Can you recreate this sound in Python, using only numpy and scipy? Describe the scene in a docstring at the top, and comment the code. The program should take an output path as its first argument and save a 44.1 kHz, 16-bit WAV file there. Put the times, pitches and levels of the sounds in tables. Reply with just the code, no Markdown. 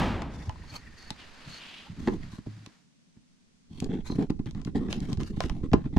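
"""Fingers handle a small camera, close on two microphone ports: knocks and juddering rubs ring its body,
clicks and clacks ring its shell and support, and moving air is pressed into the ports.
Earlier a palm slides over the case in swishes of noise, skin squeaks, and the support hums after a thunk.
Then the handling pauses almost to silence before the fingers grip again, harder and busier.
Behind lies a workshop: faint air noise, the fading rumble of a bang, short reflections of the blows."""
import sys
import numpy as np
from scipy import signal
from scipy.fft import rfft, irfft
from scipy.io import wavfile

SR = 44100
rng = np.random.default_rng(int(sys.argv[2]) if len(sys.argv) > 2 else 0)


def waveform_to_disk(signal):
    """Save audio, clipped to [-1, 1], as 16-bit WAV at the path in sys.argv[1]."""
    frames = np.transpose(np.atleast_2d(signal))
    scaled = np.clip(frames, -1, 1) * 32767
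    samples = np.round(scaled).astype(np.int16)
    wavfile.write(sys.argv[1], SR, samples)


N = 263718

# Steady air of the place, spectrum: f/Hz, relative level/dB
AIR_SPECTRUM = [(25, -20), (104, -13), (160, 3), (250, 0), (330, -14), (800, -23), (6000, -22.5),
                (9500, -31), (16000, -66)]
# Rumble after the bang, spectrum: f/Hz, relative level/dB
RUMBLE_SPECTRUM = [(25, -10), (54, -4.5), (120, -5.5), (240, -4.5), (450, -15), (870, -12.5), (1300, -18),
                   (3100, -25), (7000, -42.5), (16000, -65.5)]
# Its decay by register: f/Hz, time to fall 60 dB/s
RUMBLE_DECAY = [(60, 2.2), (200, 1.25), (800, 0.93), (4000, 0.77), (10000, 0.7)]
# Skin brushing the case, broad part, spectrum: f/Hz, relative level/dB
SWISH_SPECTRUM = [(300, -6.5), (1800, -1), (3400, -9.5), (4800, -6), (6200, -29.5), (16000, -49)]
# Fine hiss of skin, spectrum: f/Hz, relative level/dB
HISS_SPECTRUM = [(2000, -5), (6400, -8), (10000, -19.5), (13000, -29.5), (16000, -64)]
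# Dry scuff of a dragged finger, spectrum: f/Hz, relative level/dB
SCUFF_SPECTRUM = [(1500, -2), (3600, -5), (6500, -9.5), (9000, -17), (13000, -28), (16000, -50)]
# Air pressed into the ports, spectrum: f/Hz, relative level/dB
PRESSURE_SPECTRUM = [(10, 8.5), (25, -4), (45, -12.5), (70, -2), (100, -11.5), (160, -28), (400, -104)]
# Camera body ringing in the hand: f/Hz, width/Hz, level/dB
BODY_MODES = [(63.3, 7.1, -8.5), (156.2, 55.6, 3.5), (241.3, 72.2, 5), (322, 57.7, 2.5), (398.3, 110, -5.5)]
# Plastic shell: f/Hz, width/Hz, level/dB
SHELL_MODES = [(690, 535, 3), (955, 248, 4.5), (1026, 74, 6.5), (1340, 577, -4), (1790, 405, -4.5),
               (2853, 230, -8.5), (2920, 1100, -13)]
# Rasp of skin on the shell: f/Hz, width/Hz, level/dB
RASP_MODES = [(3360, 600, -15.5)]
# Hollow ring of the case on its support: f/Hz, width/Hz, level/dB
HOLLOW_MODES = [(850, 62, 20.5), (980, 83, -14.5)]
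# Palm speed in three slides, each as swish level before its gain: t/s, level/dB
PALM_SLIDES = [
    [(0.52, -67.5), (0.712, -59.5), (0.92, -67), (0.972, -62.5), (1.09, -60)],
    [(1.14, -96), (1.198, -61), (1.548, -56), (1.79, -58.5), (1.946, -65.5), (2.05, -61)],
    [(2.17, -85.5), (2.234, -60.5), (2.3, -63.5), (2.446, -73.5), (2.464, -68), (2.65, -67.5)],
]
# Band that stands out of the slides: t/s, level/dB
SLIDE_BAND = [(1.17, -62), (1.205, -51.5), (1.31, -69), (1.64, -48.5), (1.79, -48), (1.91, -63)]
# Skin squeaking on plastic: start t/s, end t/s, f/Hz, level/dB
SKIN_SQUEAKS = [(0.64, 0.83, 4370, -49), (0.3, 1.6, 1850, -60), (0.39, 0.45, 1900, -50),
                (0.69, 0.81, 900, -49), (0.92, 1.14, 4450, -55), (1.43, 1.64, 4330, -49),
                (1.84, 1.9, 900, -51), (4.02, 4.19, 4120, -53.5)]
# Hand pressure, as level of air at the ports before its gain: t/s, level/dB
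HAND_PRESSURE = [(0.3, -65), (0.6, -48), (1.05, -55.5), (1.75, -67), (2.15, -35), (2.6, -94), (3.64, -72),
                 (3.82, -39.5), (4.35, -41), (5.2, -37.5), (5.98, -36)]
# Gusts into the ports as the grip shifts: t/s, peak level/dB, f/Hz
GRIP_GUSTS = [(5.169,-28,69), (5.44,-27.5,55), (5.498,-26,33.4), (5.733,-22.5,85), (5.963,-13,67)]
# Fingers catching at a steady rate: start t/s, end t/s, f/Hz, level/dB
STICK_SLIP_GROANS = [(4.203,4.253,277.2,-37.5), (5.619,5.678,278,-38)]
# Finger strokes: start t/s, end t/s, force level/dB, dry friction level/dB before its gains
FINGER_RUBS = [(0.304,0.508,-59,-63), (0.722,0.753,-44.5,-49), (1.467,1.526,-47.5,-61),
               (1.893,1.941,-42.5,-82), (1.981,2.116,-40.5,-66.5), (2.077,2.162,-32,-66.5),
               (2.198,2.306,-43,-80), (2.313,2.369,-56,-60.5), (2.462,2.646,-49.5,-80),
               (3.704,3.856,-45.5,-68.5), (3.818,3.871,-31.5,-68.5), (3.889,4.006,-31,-72),
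               (4.055,4.075,-63,-52.5), (4.148,4.193,-35.5,-65.5), (4.183,4.252,-26.5,-65.5),
               (4.459,4.496,-33.5,-67), (4.547,4.614,-36.5,-74), (4.654,4.693,-36.5,-70.5),
               (4.749,4.79,-26.5,-61), (4.793,4.906,-32,-72), (4.895,4.972,-37,-57), (4.97,4.998,-32,-65.5),
               (5.011,5.084,-35,-64), (5.085,5.149,-32.5,-62.5), (5.194,5.235,-32,-60.5),
               (5.235,5.303,-52,-61), (5.331,5.405,-40.5,-68), (5.399,5.483,-46,-56.5),
               (5.437,5.474,-32,-73), (5.503,5.621,-36.5,-71.5), (5.632,5.664,-32.5,-72),
               (5.762,5.86,-35.5,-78), (5.855,5.872,-31,-87), (5.926,5.98,-37,-79)]
# Case against its support: t/s, peak level/dB, f/Hz
SUPPORT_CLACKS = [(0.218,-34,820), (0.495,-29,878), (0.558,-38,990), (0.638,-45,970), (1.105,-30.5,850),
                  (2.125,-34.5,960), (2.232,-36.5,1870), (2.463,-43,600), (4.099,-32,994), (5.735,-28,690)]
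# Plastic clicks: t/s, crack level/dB, shell ring level/dB, both before their gains
PLASTIC_CLICKS = [(0.2202,-37.5,-30), (0.4944,-41,-34.5), (1.1048,-28.5,-46.5), (2.0742,-44,-23),
                  (2.0825,-52,-26.5), (2.6621,-40.5,-47), (3.8025,-31,-75), (3.8439,-35,-72),
                  (4.3038,-41,-44), (4.459,-47,-62), (4.51,-44.5,-54), (4.549,-50,-48), (4.616,-46.5,-52),
                  (4.6495,-39.5,-59), (4.9279,-25.5,-30), (5.004,-40.5,-71), (5.1301,-32.5,-42),
                  (5.173,-43,-51), (5.203,-42,-37.5), (5.233,-39,-50), (5.4052,-25.5,-21.5),
                  (5.438,-37.5,-31.5), (5.497,-35.5,-34.5), (5.7335,-25.5,-17.5), (5.969,-38.5,-28.5)]
# Dull knocks on the body: t/s, level/dB before the gain of each part, f/Hz
BODY_KNOCKS = [(0.471,-28.5,90.4), (1.105,-36,194), (2.074,-18.5,269), (2.0825,-17.5,276),
               (2.329,-36.5,180), (2.383,-34,194), (2.466,-32.5,224), (2.668,-44,230), (3.166,-49,178),
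               (4.098,-24.5,230), (4.12,-26,230), (4.299,-18.5,227), (4.393,-24,200), (4.672,-24.5,208),
               (4.885,-25,236), (5.12,-28.5,130.6), (5.173,-27.5,141), (5.216,-29,227), (5.37,-25,163),
               (5.716,-21,148), (5.734,-17,335), (5.737,-9,253), (5.964,-13.5,199)]

BODY_HZ = 230   # knock pitch at which the body modes are unshifted
PORT_BALANCE_DB = -8.5   # left minus right: the right port lies nearer the hand
MEAN_FORCE_DB, MEAN_FORCE_HZ, FORCE_DB_PER_OCTAVE = -30, 197.4, 31   # a firmer finger stiffens the body


def from_db(db):
    """Decibels to gain."""
    return 10 ** (np.asarray(db) / 20)


def rms_one(x):
    """Scale to unit power."""
    return x / np.sqrt(np.mean(x ** 2) + 1e-20)


def level_curve(rows):
    """Times and levels as a gain curve, silent outside its span."""
    s, db = np.transpose(rows)
    return from_db(np.interp(np.arange(N) / SR, s, db, left=-200, right=-200))


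def at_hz(points, hz):
    """Read a table on a log-frequency axis."""
    f, value = np.transpose(points)
    return np.interp(np.log(hz + 1e-9), np.log(f), value)


def cut(x, hz, kind, order=2):
    """Causal Butterworth filter."""
    edge = np.clip(hz, 10, .45 * SR)
    return signal.sosfilt(signal.butter(order, edge, kind, fs=SR, output="sos"), x)


def resonate(x, modes, stretch=1):
    """Parallel resonances with alternating signs; stretch scales both pitch and width."""
    out = 0
    for k, (hz, width, db) in enumerate(modes):
        radius = np.exp(-np.pi * width * stretch / SR)
        angle = 2 * np.pi * hz * stretch / SR
        feed = np.array([1, 0, -1]) * (1 - radius ** 2) / 2
        feedback = [1, -2 * radius * np.cos(angle), radius ** 2]
        out = out + (-1) ** k * from_db(db) * signal.lfilter(feed, feedback, x + 1e-18)
    return out


def panned(db):
    """Left and right gains for a level difference, left minus right."""
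    return from_db(np.array([[db], [-db]]) / 2)


def pair(mid, side, side_db):
    """Two microphones hear a common part and a part of opposite sign."""
    return mid + from_db(side_db) * side * np.array([[1], [-1]])


def noise(spectrum, side_db):
    """Stereo noise of a given colour."""
    colour = from_db(at_hz(spectrum, np.fft.rfftfreq(N, 1 / SR)))
    coloured = irfft(rfft(rng.standard_normal((2, N))) * colour, N)
    return pair(*rms_one(coloured), side_db)


def slips(per_s, spread_db):
    """Random tiny slips of uneven size and either sign."""
    happens = rng.random(N) < per_s / SR
    size = from_db(spread_db * np.clip(rng.standard_normal(N), -2, 2))
    return happens * size * rng.choice([-1, 1], N)


def flutter(hz, depth_db):
    """Uneven contact pressure as a slowly random gain of unit power."""
    wander = rms_one(cut(rng.standard_normal(N), hz, "low"))
    return rms_one(from_db(depth_db * wander))


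def contact(t60, grit):
    """One impact followed by a brief crunch of the touching surfaces."""
    t = np.arange(SR // 6) / SR
    return (t == 0) + grit * rng.standard_normal(len(t)) * from_db(-60 * t / t60)


def add(out, s, sound, db, pan_db=0):
    """Place a sound at a time, with a peak level before panning."""
    at = int(s * SR)
    placed = from_db(db) * panned(pan_db) * sound / np.abs(sound).max()
    out[:, at:at + sound.shape[-1]] += placed[:, :N - at]


def stroke(start, end, rise, fall):
    """A gesture's envelope: it sets in, holds and lets go."""
    t = np.arange(N) / SR
    return np.clip(np.minimum((t - start) / rise, (end - t) / fall) + .5, 0, 1)


def swell(start, end):
    """A gesture's envelope: it grows to the middle and fades."""
    t = np.arange(N) / SR
    return np.sin(np.pi * np.clip((t - start) / (end - start), 0, 1))


def workshop_air(db=-67):
    """Steady coloured noise stands for the air of the place."""
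    return from_db(db) * noise(AIR_SPECTRUM, side_db=1.0)


def rumble(db=-24):
    """The room rings out after a bang; the higher the register, the sooner it dies."""
    t = np.arange(N) / SR
    start = rfft(noise(RUMBLE_SPECTRUM, side_db=-15.5))
    f = np.fft.rfftfreq(N, 1 / SR)
    out = 0
    for hz, t60 in RUMBLE_DECAY:
        # overlapping registers that sum to the whole spectrum
        share = at_hz([(centre, centre == hz) for centre, _ in RUMBLE_DECAY], f)
        out = out + irfft(start * share, N) * from_db(-60 * t / t60)
    return from_db(db) * out


def workshop(x, t60=0.14, wall_hz=5500):
    """Diffuse reflections from the metal walls: decaying noise that begins 6 ms after the sound."""
    t = np.arange(SR // 2) / SR
    tail = rng.standard_normal((2, len(t))) * from_db(-60 * t / t60) * (t > .006)
    tail = cut(tail / np.sqrt(np.sum(tail[0] ** 2)), wall_hz, "low")
    return signal.fftconvolve(x.mean(axis=0)[None], tail, axes=1)[:, :N]


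def support(s=2.465, held_s=2.68, hz=107, t60=0.74, db=-35):
    """Let go, the support swings on in one low, decaying note until a finger stills it."""
    t = np.maximum(np.arange(N) / SR - s, 0)
    swing = from_db(db - 60 * t / t60) * np.sin(2 * np.pi * hz * t)
    return swing * stroke(s, held_s, rise=0.0048, fall=0.054)


def slide(swish_db=3.5, drag_db=-4.5, band_hz=2800, band_width_hz=1500, fade_s=0.15, release_s=0.21):
    """Skin brushes the case: a swish, a band that stands out, a fine hiss and a soft drag on the body."""
    t, speed = np.arange(N) / SR, 0
    for rows in PALM_SLIDES:
        s, db = np.transpose(rows)
        hold = stroke(s[0] - fade_s / 2, s[-1] + release_s / 2, fade_s, release_s)
        speed = speed + from_db(np.interp(t, s, db)) * hold
    modes = [(band_hz, band_width_hz, 0)]
    rush = pair(*rng.standard_normal((2, N)), side_db=-7.5)
    band = level_curve(SLIDE_BAND) * rms_one(resonate(resonate(rush, modes), modes))
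    swish = from_db(swish_db) * speed * noise(SWISH_SPECTRUM, side_db=-6.0)
    # the hiss swings about half as far in dB as the swish
    hiss = from_db(-31.5) * speed ** 0.53 * noise(HISS_SPECTRUM, side_db=-3.0)
    shaken = resonate(slips(per_s=1000, spread_db=5.0), BODY_MODES, stretch=0.928)
    drag = from_db(drag_db) * speed * rms_one(cut(shaken, 150, "high"))
    return (swish + hiss + band) * flutter(hz=48.7, depth_db=1.0) + drag


def squeaks(overtone=1.504, overtone_db=-15, halo_db=-11, width_hz=130):
    """Skin catches on plastic: noise rings in a thin, fluttering note; high notes add a halo of hiss."""
    friction = pair(*rng.standard_normal((2, N)), side_db=-9.0)
    halo = from_db(halo_db) * rms_one(cut(noise(HISS_SPECTRUM, side_db=-1), 5200, "high"))
    out = 0
    for start, end, hz, db in SKIN_SQUEAKS:
        modes = [(hz, width_hz, 0), (hz * overtone, width_hz * 2, overtone_db)]
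        note = rms_one(resonate(friction, modes))
        out = out + from_db(db) * swell(start, end) ** 2 * (note + (hz > 3000) * halo)
    return out * flutter(hz=28, depth_db=4.5)


def grip(pressure_db=3.0, tremor_db=-7.5):
    """The hand presses air into the ports in lumps and trembles on the body."""
    ports = from_db(pressure_db) * noise(PRESSURE_SPECTRUM, side_db=-9.0) * panned(PORT_BALANCE_DB)
    shaken = resonate(slips(per_s=390, spread_db=7.0), BODY_MODES)
    tremor = from_db(tremor_db) * rms_one(cut(shaken, 480, "low", order=4))
    lumps = flutter(hz=18, depth_db=2.5)
    return level_curve(HAND_PRESSURE) * lumps * (ports + tremor)


def gusts():
    """A shift of the grip moves air at the ports in a single swing of pressure, down and up."""
    out = np.zeros((2, N))
    for s, db, hz in GRIP_GUSTS:
        turn = np.linspace(0, 2 * np.pi, int(SR / hz))
        add(out, s, -np.sin(turn) * np.sin(turn / 2), db, PORT_BALANCE_DB)
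    return out


def groans(waver=0.0914):
    """Stick and slip lock onto the body in a brief, wavering low note."""
    speed = 1 + waver * rms_one(cut(rng.standard_normal(N), 81.0, "low"))
    out = 0
    for start, end, hz, db in STICK_SLIP_GROANS:
        note = np.sqrt(2) * np.sin(2 * np.pi * hz * np.cumsum(speed) / SR)
        out = out + from_db(db) * swell(start, end) * note
    return out


def pitch_under(force_db):
    """Pitch of the body under a finger, higher for a firmer touch."""
    return MEAN_FORCE_HZ * 2 ** ((force_db - MEAN_FORCE_DB) / FORCE_DB_PER_OCTAVE)


def spot(x, echo=0.28, size=200):
    """Each touched spot sends its own brief echoes through the case, and so has its own colour."""
    path = echo * rng.standard_normal((2, size)) * np.linspace(1, 0, size)
    path[:, 0] = 1
    return rms_one(signal.fftconvolve(x, pair(*path, side_db=-12.0), axes=1)[:, :x.shape[1]])


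def rubs(hiss_db=10, dry_scrape_db=-3, judder_stretch=1.139, spot_octaves=0.26, burst_s=0.004,
         steady=0.58, fade_s=0.043, scrape_db=-48, scrape_growth=1.4, ease_db_per_s=21):
    """Fingers stick and slip: coarse slips shake the body and free bursts of grit that rasp on the shell."""
    drag = pair(slips(per_s=330, spread_db=2), slips(per_s=330, spread_db=2), side_db=-14)
    smear = np.exp(-1 / (burst_s * SR))
    bursts = steady + signal.lfilter([1], [1, -smear], np.abs(drag[0]))
    fine = pair(slips(per_s=2200, spread_db=5), slips(per_s=3600, spread_db=3.5), side_db=-6.5)
    grit = bursts * fine
    scrape = cut(resonate(grit, SHELL_MODES) + resonate(grit, RASP_MODES), 3700, "low", order=4)
    hiss = bursts * noise(SCUFF_SPECTRUM, side_db=-2.5)
    out, t = np.zeros((2, N)), np.arange(N) / SR
    for start, end, force_db, dry_db in FINGER_RUBS:
        rise = np.interp(force_db, [-46, -36], [.03, .006])   # light touches swell, firm ones bite
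        shape = stroke(start, end, rise, rise + 0.014)
        # the friction comes and goes more gently
        rustle = stroke(start + rise / 2, end, 2 * rise, rise + fade_s)
        now = shape + rustle > 0
        # each spot tunes the body a little differently
        tuning = 2 ** (spot_octaves * rng.uniform(-0.76, 1))
        stretch = judder_stretch * pitch_under(force_db) / BODY_HZ * tuning
        shaken = resonate(drag[:, now], BODY_MODES, stretch)
        judder = from_db(force_db) * rms_one(cut(shaken, 460 * stretch, "low", order=7))
        pressed = from_db(scrape_db + scrape_growth * (force_db - MEAN_FORCE_DB))
        scraping = np.hypot(pressed, from_db(dry_db + dry_scrape_db))
        friction = scraping * spot(scrape[:, now]) + from_db(dry_db + hiss_db) * spot(hiss[:, now])
        easing = from_db(-ease_db_per_s * (t[now] - start))   # the finger eases off as it drags
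        out[:, now] += easing * (shape[now] * judder + rustle[now] * friction)
    return out


def clacks(plain_hz=850, side_db=-6, lean_db_per_s=-3.5):
    """The case rocks against its support: a short, hollow ring that leans ever further right."""
    out = np.zeros((2, N))
    for s, db, hz in SUPPORT_CLACKS:
        blow = pair(contact(t60=0.05, grit=0.021), contact(t60=0.021, grit=0.24), side_db)
        ring = cut(resonate(blow, HOLLOW_MODES, hz / plain_hz), 2 * hz, "low")
        add(out, s, ring, db, lean_db_per_s * s)
    return out


def clicks(snap_db=9.0, shell_db=4.0, even_hz=3960, db_per_octave=91):
    """Plastic parts snap past each other: a crack, brighter the less the shell rings, and that ring."""
    out = np.zeros((2, N))
    for s, db, ring_db in PLASTIC_CLICKS:
        hz = even_hz * 2 ** ((db - ring_db) / db_per_octave)
        crack = pair(contact(t60=0.017, grit=0.16), contact(t60=0.008, grit=0.58), side_db=-7.5)
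        crack = cut(cut(crack, hz * 0.5, "high"), hz * 1.24, "low", order=3)
        add(out, s, crack, db + snap_db)
        ring = cut(resonate(contact(t60=0.018, grit=0.13), SHELL_MODES), 2300, "low")
        add(out, s, ring, ring_db + shell_db)
    return out


def sag(x, depth=0.15, settle_s=0.01):
    """The body is stiffest at the moment of a blow; its pitch sinks as the finger relaxes."""
    t = np.arange(len(x)) / SR
    bent = (1 - depth) * t + 2 * depth * settle_s * (1 - np.exp(-t / settle_s))
    return np.interp(bent, t, x)


def knocks(blows, lean_db_per_s, shell_db, softness=2.06, thud_db=5.5, twist=0.82, twist_db=-19,
           puff_db=-12, shell_db_per_octave=5.5):
    """Blows thump and twist the body, puff air into the ports and ring the shell, more so when high."""
    out = np.zeros((2, N))
    for s, db, hz in blows:
        pan_db = lean_db_per_s * s   # a positive lean moves to the left
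        blow = contact(t60=0.004, grit=0.0087)
        thump = sag(resonate(blow, BODY_MODES, hz / BODY_HZ))
        twisting = resonate(blow, BODY_MODES, twist * hz / BODY_HZ)
        thud = pair(thump, twisting, side_db=twist_db)
        add(out, s, cut(thud, softness * hz, "low", order=5), db + thud_db, pan_db)
        puff = resonate(blow, [(50.7, 19, 0)])   # f/Hz, width/Hz, level/dB
        add(out, s, cut(puff, 120, "low"), db + puff_db, PORT_BALANCE_DB)
        crunch = pair(contact(t60=0.034, grit=1.0), contact(t60=0.026, grit=0.048), side_db=5.5)
        ring_db = db + shell_db + shell_db_per_octave * np.log2(hz / BODY_HZ)
        add(out, s, cut(resonate(crunch, SHELL_MODES), 4700, "low"), ring_db, pan_db)
    return out


def landings(landing_db=4.5):
    """Every rub begins with a soft blow of the finger."""
    blows = [(start, force_db + landing_db, pitch_under(force_db)) for start, _, force_db, _ in FINGER_RUBS]
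    return knocks(blows, lean_db_per_s=0.2, shell_db=-15)


def port_lag(x, lag_s=0.00018):
    """Blows reach the left port later and later, by lag_s at the end."""
    n = np.arange(N)
    return np.array([np.interp(n - lag_s * SR * (n / N) ** 2, n, x[0]), x[1]])


def scene():
    """Handling reaches the microphones directly; a little of the blows returns from the room."""
    body_blows = knocks(BODY_KNOCKS, lean_db_per_s=0.28, shell_db=-12) + landings() + clacks()
    blows = port_lag(body_blows) + clicks()
    background = workshop_air() + rumble() + from_db(-9.5) * workshop(blows)
    hand = slide() + squeaks() + grip() + gusts() + groans() + rubs()
    return background + support() + hand + blows


def record(dry):
    """Slow pressure leaks away, the heaviest knocks are rounded and the top is cut steeply."""
    leaked = cut(dry, 12, "high", order=1)
    rounded = .8 * np.tanh(leaked / .8)
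    steep = signal.ellip(10, .1, 80, 15800, fs=SR, output="sos")   # ripple/dB, rejection/dB, edge f/Hz
    return signal.sosfilt(steep, rounded)


dry = scene()
out = record(dry)
waveform_to_disk(out)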